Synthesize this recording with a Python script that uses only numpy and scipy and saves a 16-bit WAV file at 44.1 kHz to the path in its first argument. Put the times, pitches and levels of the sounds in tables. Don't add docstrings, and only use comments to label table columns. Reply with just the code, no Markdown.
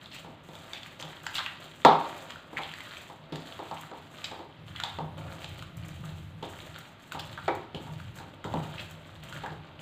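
import sys
import numpy as np
from scipy import signal
from scipy.fft import rfft, irfft, next_fast_len
from scipy.io import wavfile
from scipy.ndimage import map_coordinates

SR = 44100
rng = np.random.default_rng(int(sys.argv[2]) if len(sys.argv) > 2 else 0)


def store_pcm(level_fs):
    pcm = np.round(np.clip(level_fs, -1, 1) * 32767).astype(np.int16)
    wavfile.write(sys.argv[1], SR, np.atleast_2d(pcm).T)


N = 432621
TOP_HZ = 15200


def kneading():
    squeeze_gain, crackle_gain, smear_gain = hand_strokes()
    clumps = wobble(55)
    squelching = squelch() * squeeze_gain * amp(1.86 * clumps)
    crackling = crackle() * crackle_gain * amp(3.3 * clumps)
    smearing = smear() * smear_gain * amp(2.24 * clumps)
    ring = hollow_ring()
    hollow = amp(-12) * signal.fftconvolve(smearing, ring / np.linalg.norm(ring))[:N]
    return in_room(squelching + smearing, wet_db=-3.5)[:N] + in_room(crackling, wet_db=-4)[:N] + hollow


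# grab time, tightening time and easing time in seconds,
# then the levels of squeeze, crackle and smear in dB.
HAND_STROKES = [(0.0, 0.028, 0.036, -56, -70, -61), (0.1, 0.056, 0.044, -55.5, -59.5, -63.5),
                (0.43, 0.05, 0.044, -66.5, -69, -64), (0.53, 0.19, 0.17, -52, -62, -59.5),
                (0.99, .06, 0.38, -53.5, -63.5, -57), (1.23, 0.16, 0.091, -46, -57, -60.5),
                (1.6, 0.021, .17, -54.5, -63.5, -57), (1.92, .3, 0.12, -49.5, -60, -54),
                (2.505, 0.36, .14, -50.5, -61.5, -62), (2.96, 0.097, 0.061, -56.5, -63.5, -63.5),
                (3.325, .3, 0.25, -52.5, -63, -58.5), (3.9, 0.045, 0.13, -57, -68, -62),
                (4.11, 0.14, 0.12, -51, -61.5, -63), (4.66, 0.22, 0.079, -53, -63, -69),
                (5.171, 0.17, 0.28, -52.5, -62.5, -53), (5.768, .12, .12, -55, -65, -61.5),
                (6.03, .08, .1, -55.5, -63, -61), (6.375, .01, .01, -62, -68, -63),
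                (6.425, .03, 0.22, -53, -60, -58), (6.62, 0.16, 0.054, -53, -61.5, -59.5),
                (6.99, .03, 0.08, -59.5, -66.5, -71), (7.11, 0.14, 0.31, -53, -65, -57.5),
                (7.742, 0.088, 0.25, -56, -65, -56.5), (8.14, 0.045, 0.027, -53, -62, -63),
                (8.441, 0.36, .06, -53, -62.5, -56), (8.77, 0.037, 0.07, -50, -58, -58.5),
                (8.969, 0.049, 0.27, -62, -71.5, -60), (9.222, 0.1, 0.15, -49.5, -62, -56.5),
                (9.62, .03, 0.044, -58, -81, -59.5), (9.79, 0.019, .02, -49, -63.5, -61)]


def hand_strokes():
    squeeze_gain, crackle_gain, smear_gain = (np.full(N, amp(db)) for db in (-68, -88, -64))
    for start, tighten, ease, squeeze_db, crackle_db, smear_db in HAND_STROKES:
        grip = gesture(start, [(0, -3), (tighten, 0), (tighten + ease, -3.5)], release_db_per_s=113)
        shove = gesture(start, [(0, 3), (tighten, 0)], release_db_per_s=37)
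        squeeze_gain = np.maximum(squeeze_gain, amp(squeeze_db) * grip)
        crackle_gain = np.maximum(crackle_gain, amp(crackle_db) * grip)
        smear_gain = np.maximum(smear_gain, amp(smear_db) * shove)
    return squeeze_gain, crackle_gain, smear_gain


# frequency in Hz, relative level in dB.
WET_TONE = [(300, -60.5), (700, -2.5), (1200, -1.5), (1500, -2.5), (2300, -2.5), (3100, 2.5), (3900, 0.5),
            (4600, -4.5), (5600, -19), (7500, -7.5), (12000, -81.5)]


def squelch():
    films = grains(N, per_second=750, spread_db=4.5, pitch_hz=3000, octaves=1.23, cycles=0.95)
    return shaped(films, WET_TONE)


# frequency in Hz, relative level in dB.
CRISP_TONE = [(3500, -14), (5500, -11.5), (7400, -1), (9500, -12), (11500, -12), (14500, -6.5),
              (16000, -5.5)]


def crackle():
    films = grains(N, per_second=2200, spread_db=3, pitch_hz=9500, octaves=0.7, cycles=0.17)
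    return shaped(films, CRISP_TONE)


# frequency in Hz, relative level in dB.
SMEAR_TONE = [(150, -29), (300, 5), (450, -3), (620, 0.5), (900, -4), (1400, 1.5), (2000, -45), (3500, -36)]


def smear():
    films = grains(N, per_second=1200, spread_db=3.5, pitch_hz=1087, octaves=1.225, cycles=0.45)
    return shaped(films, SMEAR_TONE)


# start in seconds, dry peak in dB, pitch in Hz, wet tearing in dB relative to the ring.
POPS_AND_CLICKS = [(0.0593, -33, 3570, -17), (0.164, -34.5, 2600, 2), (0.5533, -35, 3470, -6),
                   (0.7336, -26, 3510, 3), (0.832, -30.5, 3240, 0), (1.0255, -25.5, 3020, 3),
                   (1.2657, -18.5, 1570, 0.5), (1.3537, -24, 3700, -3), (1.3828, -18.5, 3380, -3),
                   (1.462, -21, 2760, -12), (2.3054, -29, 3130, -1), (2.359, -33.5, 1410, -16),
                   (2.57, -22, 2150, -32), (2.634, -27.5, 3340, -19), (2.7377, -27.5, 1880, -6),
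                   (2.805, -28.5, 2000, -3), (2.9695, -30.5, 2570, -2), (3.3573, -29, 3117, 3),
                   (4.2425, -23.5, 2530, 6), (4.7615, -28.5, 3260, -4), (4.8002, -21, 1430, 0.5),
                   (4.8366, -15, 3570, -2.5), (5.4434, -28, 1400, 13.5), (5.624, -31, 1300, -3),
                   (6.429, -31, 3150, -2), (6.7605, -33, 1427, -10), (7.1205, -23, 1460, -1),
                   (7.1945, -25.5, 3430, 5), (7.376, -34, 1300, -8), (7.748, -27.5, 3080, -8),
                   (8.0014, -33.5, 1460, -6), (8.187, -33, 1470, 0), (8.4422, -27, 1410, -5),
                   (9.3257, -27.5, 1440, -7), (9.4614, -28.5, 1620, -14)]


def pops_and_clicks():
    track = np.zeros(N)
    for start, db, pitch_hz, tear_db in POPS_AND_CLICKS:
        tear = amp(tear_db) * snap(WET_TONE, decay_s=0.0018)
        fine_snap = amp(-17 + 0.3 * tear_db) * snap(CRISP_TONE, decay_s=0.003)
        t = np.arange(len(tear)) / SR
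        ring = np.sin(2 * np.pi * pitch_hz * t) * strike(t, attack_s=0.0004, decay_s=2.2 / pitch_hz)
        pop = unit(ring) + tear + fine_snap
        add(track, start, amp(db) * in_room(pop / np.abs(pop).max(), wet_db=-4.5))
    return track


# start in seconds, level in dB.
STRAND_SNAPS = [(1.012, -57), (1.2326, -58), (3.357, -59), (3.8106, -53.5), (5.624, -62), (5.769, -56),
                (5.883, -55.5), (6.785, -52), (7.122, -51), (7.195, -52), (7.5505, -57.5), (8.9101, -56),
                (9.2359, -55.5)]


def strand_snaps():
    track = np.zeros(N)
    for start, db in STRAND_SNAPS:
        add(track, start, amp(db) * in_room(snap(CRISP_TONE, decay_s=0.0041), wet_db=-3.5))
    return track


# start in seconds, length in seconds, relative level in dB, pitch in Hz.
FINGER_SQUIRTS = [(0.112, 0.08, -40.5, 3320), (0.739, 0.048, -39.5, 3060), (0.992, 0.021, -43.5, 5860),
                  (1.263, 0.023, -43, 1620), (1.352, 0.042, -28, 3570), (1.38, .03, -28, 1380),
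                  (1.462, .008, -28, 1610), (2.564, 0.026, -28, 2220), (4.241, 0.021, -31.5, 3680),
                  (4.755, 0.062, -41, 2470), (7.19, 0.02, -37, 3840), (7.376, 0.017, -31.5, 1370),
                  (7.475, 0.019, -25, 1840), (8.777, 0.03, -33, 2930)]


def squirts():
    track = np.zeros(N)
    for start, length, db, pitch_hz in FINGER_SQUIRTS:
        n = int(length * SR)
        sputter = grains(n, per_second=1100, spread_db=1.5, pitch_hz=pitch_hz, octaves=0.41, cycles=1.3)
        gap_tone = [(pitch_hz / 5, -35), (pitch_hz / 1.8, 0), (pitch_hz * 1.3, 0), (pitch_hz * 3, -14)]
        squirt = shaped(sputter, gap_tone) * signal.windows.tukey(n, 0.1)
        add(track, start, amp(db - 8) * in_room(squirt, wet_db=-6))
    return track


# start in seconds, level before EQ in dB,
# then the EQ in dB for weight (lows), body (low mids) and hardness (highs).
BOWL_KNOCKS = [(0.246, -65, 14, 13, 0), (0.488, -69.5, 16.5, 12, 10), (1.025, -63, 16, 3, -1),
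               (1.849, -27, -1, 2, 0.5), (2.53, -64.5, 12.5, 15.5, 3), (2.589, -54.5, 5, 1.5, -2),
               (3.099, -64, 5, 4, -2), (3.323, -61, 18, 19.5, 11), (3.591, -57.5, -17, 12, 1),
               (3.712, -53.5, 5, -4, -4), (3.914, -60, 6, 9.5, -13), (4.314, -58.5, 7, 7.5, 3),
               (4.391, -62.5, -7, 12, -19), (4.835, -54.5, -21, -14, 8), (4.987, -53, 9, 7.5, -8),
               (6.426, -58, -1, 15, 7), (7.147, -56, 7, 1, -17), (7.48, -45.5, -5, 14, -2),
               (7.746, -63.5, 21.5, 22.5, 12), (7.866, -63, 3, -5, -4), (8.2, -64.5, 8, 7, 0),
               (8.448, -57.5, 16, 13, -3), (8.539, -50.5, 15, 12, -5), (9.436, -55, 7, 2.5, -6),
               (9.52, -66, 6, 14, -12)]


def bowl_knocks():
    track = np.zeros(N)
    for start, db, weight_db, body_db, hardness_db in BOWL_KNOCKS:
        eq = [(50, weight_db - 6), (170, weight_db), (340, body_db), (520, body_db / 2),
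              (850, 0), (1400, 0), (2400, hardness_db)]
        add(track, start, amp(db) * equalise(knock(), eq))
        add(track, start, amp(db + 0.2) * snap(WET_TONE, decay_s=0.0015))
    return track


# frequency in Hz, relative level in dB.
THUD_TONE = [(35, -51), (60, -20), (120, -39.5), (151, -9.5), (186, -21), (317, -18), (364, -17.5),
             (503, -23.5), (727, -11.5), (916, -11), (1560, -25), (2840, -35), (3580, -25.5), (5550, -45.5),
             (15000, -61.5)]


def knock():
    ring = hollow_ring()
    echo = room_tail(build_up_s=0.0037)[:len(ring)]
    t = np.arange(len(ring)) / SR
    chatter = rng.standard_normal(len(t)) * strike(t, attack_s=0.00041, decay_s=0.0057)
    thud = shaped(unit(chatter) + amp(-0.5) * unit(echo), THUD_TONE)
    return thud + amp(2.8) * ring


# frequency in Hz, relative level in dB, seconds to fade by 60 dB.
KNOCK_RESONANCES = [(157, -8, .58), (210, -19, .43), (275, -14, .45), (313, -12, .38), (345, -11, .3),
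                    (414, -8, .45), (441, -10, .35), (484, -5, .28), (523, -3, .35), (594, -6, .37),
                    (665, -4, .37), (700, -5, .35), (780, 2, .42), (824, 1.5, .42), (858, 0, .36),
                    (888, -1, .35), (920, 2, .5), (952, 1, .42), (985, -7, .4), (1044, -9, .35),
                    (1077, -6, .5), (1143, -7, .46), (1181, -6, .4), (1228, -8, .33), (1297, -9, .4),
                    (1341, -7, .3), (1655, -12, .27)]


def hollow_ring():
    t = np.arange(SR * 3 // 4) / SR
    hz, db, t60 = np.transpose(KNOCK_RESONANCES)[:, :, None]
    phase = 2 * np.pi * rng.random(hz.shape)
    resonances = amp(db - 60 * t / t60) * np.sin(2 * np.pi * hz * t + phase)
    attack = 1 - np.exp(-t / 0.00016)
    return unit(resonances.sum(axis=0) * attack)


# start in seconds, length in seconds, level in dB.
BOWL_PUSHES = [(4.585, 0.22, -45.5), (4.946, 0.35, -43.5), (5.406, 0.37, -45), (5.716, 0.57, -42),
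               (6.42, 0.28, -49.5), (7.136, 0.41, -48), (7.763, 0.36, -44), (8.434, 0.17, -39),
               (8.747, 0.16, -47.5), (9.107, 0.46, -47), (9.6, 0.19, -51.5)]
# frequency in Hz, relative level in dB.
RUB_TONE = [(15, -51), (30, -28), (45, -6), (58, -20), (85, 3), (100, 2.5), (113, 0.5), (140, -3.5),
            (157, 8.5), (175, -8), (200, -8.5), (245, -38), (320, -12.5), (480, -53.5)]


def bowl_rub():
    rise_s, held_db = 0.095, -58
    gain = np.full(N, amp(held_db))
    for start, length, db in BOWL_PUSHES:
        push = gesture(start, [(0, -4), (rise_s, 0), (max(length, rise_s), 0)], release_db_per_s=44)
        gain = np.maximum(gain, amp(db) * push)
    judder = amp(0.65 * wobble(12))
    return gain * judder * shaped(rng.standard_normal(N), RUB_TONE)


# frequency in Hz, seconds to fade by 60 dB.
KITCHEN_DECAY = [(120, .55), (400, .52), (1000, .54), (3500, .48), (7000, .3), (14000, .17)]


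def room_tail(build_up_s):
    hz, t, noise = signal.stft(rng.standard_normal(SR * 3 // 4), SR, nperseg=256)
    fade = amp(-60 * t / along(KITCHEN_DECAY, hz)[:, None])
    tail = signal.istft(noise * fade, SR, nperseg=256)[1]
    tail *= 1 - np.exp(-np.arange(len(tail)) / SR / build_up_s)
    return tail / np.linalg.norm(tail)


def in_room(x, wet_db):
    response = amp(wet_db) * room_tail(build_up_s=0.00073)
    response[0] += 1
    return signal.fftconvolve(x, response)


# frequency in Hz, relative level in dB.
ROOM_TONE = [(15, -40), (30, -22), (48, -10), (60, -14), (154, 0), (300, -4), (462, -12), (1000, -13),
             (3000, -16), (3800, -18), (5500, -39), (7300, -40), (9800, -48), (15000, -45)]


def room_tone():
    return amp(-55.5) * shaped(rng.standard_normal(N), ROOM_TONE)


def grains(n, per_second, spread_db, pitch_hz, octaves, cycles):
    count = max(int(per_second * n / SR), 1)
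    when, size, pitch = rng.random((count, 3)).T
    hz = np.minimum(pitch_hz * 2 ** (octaves * (2 * pitch - 1)), TOP_HZ)
    age = np.arange(128)
    turns = hz[:, None] * age / SR
    size_db = -spread_db * np.log(size + 0.006)
    bursts = amp(size_db)[:, None] * np.sin(2 * np.pi * turns) * np.exp(-turns / cycles)
    positions = (when * n).astype(int)[:, None] + age
    return unit(np.bincount(positions.ravel(), bursts.ravel(), n)[:n])


def snap(tone, decay_s):
    t = np.arange(SR // 50) / SR
    return shaped(rng.standard_normal(len(t)) * strike(t, attack_s=0.0003, decay_s=decay_s), tone)


def strike(t, attack_s, decay_s):
    return np.exp(-t / decay_s) * (1 - np.exp(-t / attack_s))


def gesture(start, points, release_db_per_s):
    times, levels = np.transpose(points)
    t = np.arange(SR * 3 // 2) / SR
    db = np.interp(t, times, levels) - release_db_per_s * np.maximum(t - times[-1], 0)
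    attack = np.minimum(t / 0.0038, 1)
    gain = np.zeros(N)
    add(gain, start, amp(db) * attack)
    return gain


def wobble(rate):
    return map_coordinates(rng.standard_normal(int(N * rate / SR) + 4), [np.arange(N) * rate / SR])


def equalise(x, eq):
    m = 2 * next_fast_len(len(x) // 2 + 4096)
    gain = amp(along(eq, np.fft.rfftfreq(m, 1 / SR)))
    cepstrum = irfft(np.log(np.maximum(gain, 1e-6)), m)
    cepstrum[1:m // 2] *= 2
    cepstrum[m // 2 + 1:] = 0
    return irfft(rfft(x, m) * np.exp(rfft(cepstrum)), m)[:len(x)]


def shaped(x, tone):
    return unit(equalise(x, tone))


def along(points, hz):
    frequencies, values = np.transpose(points)
    return np.interp(np.log(hz + 1), np.log(frequencies + 1), values)


def amp(db):
    return 10 ** (np.asarray(db) / 20)


def unit(x):
    return x / np.sqrt(np.mean(x ** 2) + 1e-20)


def add(track, start, sound):
    first = max(round(start * SR), 0)
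    track[first:first + len(sound)] += sound[:max(N - first, 0)]


def scene():
    hush = room_tone()
    handwork = kneading() + pops_and_clicks() + strand_snaps() + squirts()
    bowl = bowl_knocks() + bowl_rub()
    return (handwork + bowl + hush)[None]


def record(dry):
    m = next_fast_len(N + SR // 2)
    hz = np.fft.rfftfreq(m, 1 / SR)
    high_cut = np.clip((TOP_HZ - hz) / 300 + 0.5, 0, 1)
    return irfft(rfft(dry, m) * high_cut, m)[:, :N]


dry = scene()
out = record(dry)
store_pcm(out)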